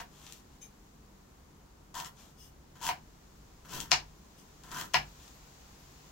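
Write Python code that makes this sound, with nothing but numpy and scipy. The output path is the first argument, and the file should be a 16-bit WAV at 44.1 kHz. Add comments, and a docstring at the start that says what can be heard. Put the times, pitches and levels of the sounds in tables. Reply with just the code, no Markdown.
"""A kitchen knife slices an onion on a wooden board in a small wooden room.
Each stroke crunches as wet cells burst and layers snap; some break through and knock on the board,
setting board, blade and table ringing. Between strokes the blade slides along the onion and sings
faintly from the friction; near the end it gives a few faint, very high pings.
Underneath lies a bed of room rumble, low hum and soft hiss."""
import sys
import numpy as np
from scipy import signal
from scipy.fft import rfft, irfft
from scipy.io import wavfile
from scipy.ndimage import uniform_filter1d

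SR = 44100
rng = np.random.default_rng(int(sys.argv[2]) if len(sys.argv) > 2 else 0)


def unload_audio(sound):
    """Save the sound as a 16-bit wav file, at the path given as the first command line argument."""
    columns = np.transpose(np.atleast_2d(sound))
    # keep every value between -1 and 1, then stretch to whole-number steps
    steps = np.round(np.clip(columns, -1, 1) * 32767)
    wavfile.write(sys.argv[1], SR, steps.astype(np.int16))


N = 269451
T = np.arange(N) / SR

# Event levels are fader settings: a layer may add its own trim.
# blade pushing through the onion: t/s, length/s, peak position/share of length, entry/dB re peak,
# crunch/dB, then board/dB, hollow/dB and push/dB re crunch
CUTS = [(0, 0.016, 0.22, -1.5, -48, 5.5, 5.5, -1.5), (1.943, 0.087, .6, -4.5, -42, 0.5, -6.5, -18),
        (2.042, 0.042, 0.41, -5.5, -48, -4, -2, -9), (2.815, 0.082, 0.79, -11, -35, -1.5, -15, -17),
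        (3.693, 0.15, 0.36, -11, -41.5, -8, -7, -4.5), (4.706, 0.15, 0.57, -5, -43, -4, -0.5, -6.5)]
# edge pressing on a tough layer until it gives: t/s, length/s, crunch/dB
BITES = [(2.755, 0.064, -56.5), (3.65, 0.042, -54), (3.858, .05, -56), (4.639, 0.053, -52.5)]
# body of a bite, re crunch: board/dB, hollow/dB, push/dB
BITE_BODY = (-2.7, -1.7, -3)
# tone colours of a cut: f/Hz, level/dB
CRUNCH_EQ = [(100, -11), (600, -26), (1500, 1.5), (2400, -4.5), (3100, 4), (3700, -4), (4400, -3.5),
             (5400, -3), (6700, -3.5), (8800, -11.5), (12000, -8), (15000, -8.5), (16500, 0.5)]  # bursting cells
BOARD_EQ = [(100, -22), (600, -24.5), (730, 0), (820, -17), (930, 5.5), (1030, 3.5), (1200, -9.5),
            (1900, -20), (9000, -38)]  # board resonance
HOLLOW_EQ = [(200, -45), (900, -13.5), (1200, -2), (1480, 2), (1750, -1.5), (2200, -6), (3000, -30),
             (9000, -55)]  # hollow body of the onion
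PUSH_EQ = [(30, -2), (90, -12), (152, 7), (220, -4.5), (340, -1), (520, -12.5), (1200, -17), (5000, -60)]  # low push into the table

# tone colours of the bed: f/Hz, level/dB
RUMBLE_EQ = [(12, -42.5), (20, -8), (55, -1), (116, -13.5), (138, -10), (198, -13.5), (222, -13),
             (255, -13), (434, -18.5), (472, -19.5), (607, -23.5), (949, -21), (2820, -38), (5380, -43),
             (16000, -42.5)]
HISS_EQ = [(240, -35.5), (400, -4.5), (588, -10), (789, -2), (852, -11), (1030, -3), (1130, -7.5),
           (2290, -11), (6850, -10), (9180, -22), (14800, -20), (16000, -14.5)]
# slow swell of the hiss: t/s, level/dB
HISS_RIDE = [(0, -65), (.6, -65.3), (1.8, -67.5), (2.6, -67), (3.1, -64.5), (4.2, -63), (5.1, -58.5),
             (6.1, -59)]
# partials of the hum: f/Hz, level/dB
HUM_PARTIALS = [(49.3, -70), (148.6, -68), (196, -69)]
# diffuse sound at the two microphones: f/Hz, left-right correlation
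COHERENCE = [(50, 1), (150, 0.96), (350, 0.45), (800, 0.046), (2000, 0.021), (15000, 0)]

# blade landing on the board: t/s, crack/dB, brightness/Hz, chatter/s, board ring/dB, blade ring/dB,
# table thud/dB, tear of the last layer/dB
KNOCKS = [(.001, -18.5, 3000, 0.0024, -42, -53, -70, -70), (2.8899, 0.5, 2060, 0.001, -28, -34, -62, -50),
          (3.917, 7, 7040, 0.00116, -25.5, -28, -46, -37),
          (4.9429, 7.5, 2843, 0.0033, -23.5, -21, -44.5, -37.5)]
# edge cracking on wood: f/Hz, level/dB
CRACK_EQ = [(60, -32), (300, -14.5), (450, -12), (560, -12.5), (720, 4.5), (1000, 4.5), (1230, -4.5),
            (1900, 2), (2800, 5.5), (3600, -1.5), (4400, 5.5), (5200, 4), (6800, -1), (8500, -14),
            (15000, -26)]
# modes struck by a knock: f/Hz, level/dB, t60/s
BOARD_MODES = [(688, -7.5, 0.15), (727.3, -3.5, .16), (877, -15, 0.12), (930, 0.5, 0.13),
               (983.5, 2.5, 0.11), (1007, -2, 0.096), (1086, -12, 0.15)]
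BLADE_MODES = [(1422, -6, 0.19), (1700, -1.5, 0.21), (1880, -7, 0.11), (1958, 6, 0.13), (2120, -21, 0.15),
               (2364, -5, 0.22), (2660, -8, 0.092), (2836, 4.5, 0.13), (2990, -23, .18), (4470, 1, 0.043),
               (4310, -3, 0.099), (4860, 4, 0.095), (5247, 2, 0.059), (5270, 9, 0.16), (6060, -8, 0.17)]
TABLE_MODES = [(48.1, -0.5, 0.86), (84, -3.5, 0.6), (146, 8, 0.31), (205, -7, 0.19), (344, 7.5, 0.12)]

# blade sliding along the cut face: t/s, length/s, fastest point/share of length, level/dB
SLIDES = [(0.122, 0.28, 0.58, -57), (.5, .08, 0.36, -69), (2.16, 0.15, 0.23, -59.5),
          (5.162, 0.17, 0.42, -61.5)]
# tone colour of a slide: f/Hz, level/dB
SLIDE_EQ = [(200, -17), (1000, 5.5), (2000, -4.5), (3200, 3), (4500, -1.5), (6900, -1.5), (8800, -8.5),
            (12000, -7.5), (15000, -6), (16500, -38)]
# single layers snapping: t/s, level/dB, brightness/Hz
SNAPS = [(0.2663, -16, 4580), (.324, -16.5, 13530), (1.953, -18, 6600), (2.001, -6.5, 4950),
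         (2.047, -15, 7950), (2.058, -19, 7170), (2.814, -22.5, 7000), (3.695, -25, 10040),
         (3.803, -6.5, 12000), (4.636, -24.5, 8860), (4.716, -17, 10200), (4.813, -9, 5900),
         (5.279, -26, 7100)]
# tone colour of a snap: f/Hz, level/dB
SNAP_EQ = [(100, -40), (600, -34), (1500, -15), (3000, -2.5), (4500, -5.5), (7300, -2.5), (9500, -10),
           (12000, -9.5), (16000, -7)]
# bending modes of the blade, which shift with where it is held: f/Hz, width/Hz, level/dB
BLADE_FREE = [(2380, 77, -10), (3010, 54, -13), (3690, 54, -18), (5420, 50, -17), (6340, 43, -2),
              (9900, 80, -14), (13300, 150, -14)]
BLADE_HELD = [(2950, 34, 1), (3434, 70, -10), (5150, 42, 1), (5350, 35, -1), (6170, 140, -1),
              (8400, 99, -6), (11450, 88, -4), (14600, 160, -2)]
# light scrapes that make the blade sing: t/s, length/s, ring/dB, rasp/dB, mode table
SCRAPES = [(0.609, 0.025, -50, -68, BLADE_FREE), (2.366, 0.089, -64.5, -71.5, BLADE_HELD),
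           (4.372, 0.023, -70, -69, BLADE_HELD)]
# friction rasp of a scrape: f/Hz, level/dB
RASP_EQ = [(500, -20), (2000, -27), (3050, 14), (4400, -14), (5500, 8), (6800, -7), (8800, 4), (14000, 1),
           (16000, -8)]
# faint, very high pings of the blade: t/s, level/dB, f/Hz
PINGS = [(5.09, -57, 13300), (5.35, -52, 11700), (5.8, -55, 11500)]

# early reflections: left delay/s, left gain, right delay/s, right gain
REFLECTIONS = [(.0012, 0.19, 0.0015, .3), (.0059, 0.18, 0.009, 0.85), (.0095, 0.23, 0.0066, .45),
               (0.01, 0.16, .0128, 0.53), (0.022, 0.13, 0.029, 0.19), (0.0241, 0.13, .0225, 0.28)]
# decay of the room tail: f/Hz, t60/s
ROOM_T60 = [(150, 0.47), (700, .23), (2500, 0.18), (6000, 0.17), (14000, 0.18)]
# stereo balance: f/Hz, left over right/dB
KNIFE_PAN = [(300, 3), (1000, 1), (2000, 5), (3500, 10), (5000, 10), (8000, 10), (14000, 2)]  # close sound of the knife
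MIC_PAN = [(100, 0.5), (2000, .5), (3500, 0), (5000, 2.5), (6300, 7), (7500, 9.5), (8700, 2), (10000, 2.5),
           (13000, -7), (15500, -5.5)]  # mismatch of the microphones


def amp(db):
    """Decibels to gain."""
    return 10 ** (np.asarray(db) / 20)


def unit(x):
    """Scales to rms 1."""
    return x / np.sqrt(np.mean(x ** 2) + 1e-20)


def curve_at(points, hz):
    """Reads a curve on a log-frequency axis."""
    f, value = np.transpose(points)
    return np.interp(np.log(hz + 1), np.log(f), value)


def add(mix, s, sound):
    """Mixes a sound in at time s."""
    part = mix[..., max(round(s * SR), 0):][..., :sound.shape[-1]]
    part += sound[..., :part.shape[-1]]


def rolloff(hz, corner_hz):
    """Gain of a contact too soft to carry much above its corner."""
    return 1 / np.sqrt(1 + (hz / corner_hz) ** 3.75)


def minimum_phase(log_gain):
    """Spectrum of the tightest causal click with these log magnitudes."""
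    return np.exp(np.conj(signal.hilbert(log_gain)))


def click(eq, corner_hz=np.inf, size=2048):
    """A tight click with this tone colour."""
    hz = abs(np.fft.fftfreq(size, 1 / SR))
    log_gain = np.log(amp(curve_at(eq, hz)) * rolloff(hz, corner_hz))
    return np.fft.ifft(minimum_phase(log_gain)).real[:size // 2]


def colour(x, eq):
    """Equalises a signal and sets it to rms 1."""
    return unit(signal.oaconvolve(x, click(eq))[:N])


def pan(pair, balance):
    """Tips each frequency to the left or right."""
    db = curve_at(balance, np.fft.rfftfreq(pair.shape[1], 1 / SR)) / 2
    return irfft(rfft(pair) * amp([db, -db]), pair.shape[1])


def grains(per_s, spread_db):
    """Random tiny clicks, a few of them large."""
    size = amp(spread_db * np.minimum(rng.exponential(1, N), 4))
    return size * rng.choice([-1, 1], N) * (rng.random(N) < per_s / SR)


def contact(start, length, attack_s, release_s):
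    """Fades in as the blade touches and dies away as it lets go."""
    fade_in = np.clip(1 + (T - start) / attack_s, 0, 1)
    return fade_in * np.exp(-np.maximum(T - start - length, 0) / release_s)


def gesture(start, length, peak, entry_db, exit_db, attack_s, release_s, arch=1.27):
    """Envelope of one hand movement; an arch above 1 rounds off its peak."""
    progress = np.clip((T - start) / length, 0, 1)
    before = np.maximum(1 - progress / peak, 0)
    after = np.maximum((progress - peak) / (1 - peak), 0)
    db = entry_db * before ** arch + exit_db * after ** arch
    return amp(db) * contact(start, length, attack_s, release_s)


def stroke_envelopes(attack_s=0.0015, release_s=0.0079, sag_db=-8.5, exit_db=-10):
    """How hard bites and cuts drive crunch, board, onion and table over time."""
    drive = np.zeros((4, N))
    for s, length, db in BITES:
        bend = np.sin(np.pi * np.clip((T - s) / length, 0, 1))  # the crunch eases as the skin bends
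        force = amp(db + sag_db * bend) * contact(s, length, attack_s, release_s)
        drive += np.outer(amp([0, *BITE_BODY]), force)
    for s, length, peak, entry_db, db, *body_db in CUTS:
        force = amp(db) * gesture(s, length, peak, entry_db, exit_db, attack_s, release_s)
        drive = np.maximum(drive, np.outer(amp([0, *body_db]), force))
    return drive


def cutting(clump_db=2.5):
    """Cells burst in clumps under the edge and sound in onion and board; the push shakes the table."""
    clumps = amp(clump_db * unit(uniform_filter1d(rng.standard_normal(N), size=180)))
    cells = grains(per_s=4000, spread_db=3) * clumps
    on_cells, on_board, on_onion, on_table = stroke_envelopes()
    crunch = amp(-1) * colour(cells, CRUNCH_EQ) * on_cells
    board = amp(-3) * colour(cells + grains(per_s=2500, spread_db=6.5), BOARD_EQ) * on_board
    hollow = amp(-3.5) * colour(cells + grains(per_s=1900, spread_db=4), HOLLOW_EQ) * on_onion
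    push = amp(-3) * colour(rng.standard_normal(N), PUSH_EQ) * on_table
    return crunch + board + hollow + push


def diffuse_noise():
    """White noise at two close microphones: centred in the bass, wide in the treble."""
    left, unrelated = rfft(rng.standard_normal((2, N)))
    alike = curve_at(COHERENCE, np.fft.rfftfreq(N, 1 / SR))
    right = alike * left + np.sqrt(1 - alike ** 2) * unrelated
    return irfft(np.array([left, right]), N)


def room_tone(rumble_db=-58, waver=0.4):
    """The bed: low rumble, a soft hiss that slowly swells and a wavering hum."""
    rumble = amp(rumble_db) * np.array([colour(x, RUMBLE_EQ) for x in diffuse_noise()])
    hiss_db = np.interp(T, *np.transpose(HISS_RIDE))
    hiss = amp(hiss_db) * np.array([colour(x, HISS_EQ) for x in diffuse_noise()])
    hum = np.zeros(N)
    for hz, db in HUM_PARTIALS:
        knots = rng.standard_normal(40) + 1j * rng.standard_normal(40)
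        drift = unit(signal.resample(knots, N).real)
        hum += amp(db) * (1 + waver * drift) * np.sin(2 * np.pi * hz * T + drift[::-1])
    return rumble + hiss + hum


def transient(eq, bright_hz, chatter_s, chatter, size=512):
    """A click smeared by a brief chatter of contacts."""
    touches = chatter * rng.standard_normal(size) * np.exp(-np.arange(size) / SR / chatter_s)
    touches[0] = 1
    spectrum = np.fft.fft(touches, 8 * size)
    allpass = spectrum / minimum_phase(np.log(abs(spectrum) + 1e-9))  # smears without colouring
    smear = np.fft.ifft(allpass).real[:size]
    return np.convolve(smear, click(eq, bright_hz))


def ring(modes, bright_hz, rise_s, width):
    """Struck modes bloom and die away, reaching the two microphones out of step."""
    t = np.arange(SR // 2) / SR
    out = np.zeros((2, len(t)))
    for hz, db, t60 in modes:
        left_phase = rng.uniform(0, 2 * np.pi)
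        offset = rng.choice([-1, 1]) * min(width * np.sqrt(hz / 1000), np.pi / 2)
        phase = np.array([[left_phase], [left_phase + offset]])
        out += amp(db - 60 * t / t60) * rolloff(hz, bright_hz) * np.sin(2 * np.pi * hz * t + phase)
    return out * (1 - np.exp(-t / rise_s))


def knocks(tear_s=0.0075):
    """The last layer tears, the edge cracks on the wood, and board, blade and table ring."""
    cracks, rings = np.zeros(N), np.zeros((2, N))
    t = np.arange(SR // 100) / SR
    for s, crack_db, bright_hz, chatter_s, board_db, blade_db, thud_db, tear_db in KNOCKS:
        rising_noise = rng.standard_normal(len(t)) * (t < tear_s) * np.sqrt(t / tear_s)
        tear = np.convolve(rising_noise, click(CRUNCH_EQ, corner_hz=11030))
        add(cracks, s - tear_s, amp(tear_db + 11.5) * tear)
        add(cracks, s, amp(crack_db) * transient(CRACK_EQ, bright_hz, chatter_s, chatter=1.2))
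        board = amp(board_db - 1) * ring(BOARD_MODES, bright_hz, rise_s=0.0018, width=1.34)
        blade = amp(blade_db - 8) * ring(BLADE_MODES, bright_hz, rise_s=0.0027, width=1)
        thud = amp(thud_db) * ring(TABLE_MODES, bright_hz, rise_s=0.014, width=0.32)
        add(rings, s, board + pan(blade, KNIFE_PAN) + thud)
    return cracks, rings


def slides(ends_db=-9.5):
    """Steel rubs along the cut face: a fine grain, loudest where the blade is fastest."""
    envelope = np.zeros(N)
    for s, length, peak, db in SLIDES:
        envelope += amp(db) * gesture(s, length, peak, ends_db, ends_db, attack_s=0.02, release_s=0.0095)
    return amp(-2.5) * colour(grains(per_s=9000, spread_db=3.5), SLIDE_EQ) * envelope


def snaps():
    """Single onion layers give way, each with a crisp click."""
    out = np.zeros(N)
    for s, db, bright_hz in SNAPS:
        add(out, s, amp(db) * transient(SNAP_EQ, bright_hz, chatter_s=0.0016, chatter=0.4))
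    return out


def scrapes(rise_share=0.33, release_s=0.047):
    """Friction rasps and feeds the narrow modes of the steel."""
    out, t = np.zeros(N), np.arange(SR // 5) / SR
    for s, length, ring_db, rasp_db, modes in SCRAPES:
        stroke = np.clip(t / (rise_share * length), 0, 1) * np.clip((length - t) / release_s + 1, 0, 1)
        stroke_rms = np.sqrt(np.mean(stroke ** 2))
        friction = rng.standard_normal(len(t))
        rasp = unit(signal.fftconvolve(friction, click(RASP_EQ))[:len(t)])
        add(out, s, amp(rasp_db) * stroke * rasp)
        for hz, width_hz, mode_db in modes:
            mode = np.exp(-np.pi * width_hz * t) * np.cos(2 * np.pi * hz * t)
            sing = stroke * signal.fftconvolve(friction, mode)[:len(t)]
            add(out, s, amp(ring_db + mode_db - 6.5) * unit(sing) * stroke_rms)
    return out


def blade_pings(decay_s=0.00099):
    """Faint, very high pings of the blade, each a single tone that dies at once."""
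    out, t = np.zeros(N), np.arange(SR // 50) / SR
    for s, db, hz in PINGS:
        add(out, s, amp(db) * np.exp(-t / decay_s) * np.sin(2 * np.pi * hz * t))
    return out


def room(x, tail_db, build_s):
    """Direct sound, reflections from table and walls, and a short dense tail."""
    t = np.arange(SR // 2) / SR
    hz, frame_s, frames = signal.stft(diffuse_noise()[:, :len(t)], SR, nperseg=256)
    decay = amp(-60 * frame_s / curve_at(ROOM_T60, hz)[:, None])
    tail = signal.istft(frames * decay, SR, nperseg=256)[1][:, :len(t)]
    tail = unit(tail * np.clip(t / build_s, 0, 1)) / np.sqrt(len(t))
    early = np.zeros_like(tail)
    early[0, 0] = early[1, 1] = 1  # the blade is a little nearer the left microphone
    for left_s, left_gain, right_s, right_gain in REFLECTIONS:
        add(early[0], left_s, np.array([left_gain]))
        add(early[1], right_s, np.array([right_gain]))
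    near, far = (signal.fftconvolve(x[None], response, axes=1)[:, :N] for response in (early, tail))
    return pan(near, KNIFE_PAN) + amp(tail_db) * far


def scene():
    """Knife work over the room tone; the cracks get more reverb, the knocks' rings none."""
    cracks, rings = knocks()
    knife_work = cutting() + slides() + snaps() + scrapes() + blade_pings()
    slicing = room(knife_work, tail_db=-1, build_s=0.0084)
    impacts = room(cracks, tail_db=3, build_s=0.014)
    return slicing + impacts + rings + room_tone()


def record(dry, cutoff_hz=15850):
    """The two microphones differ in the treble; a steep low-pass trims the top."""
    lowpass = signal.firwin(401, cutoff_hz, window=("kaiser", 8), fs=SR)
    return signal.oaconvolve(pan(dry, MIC_PAN), lowpass[None], "same")


dry = scene()
out = record(dry)
unload_audio(out)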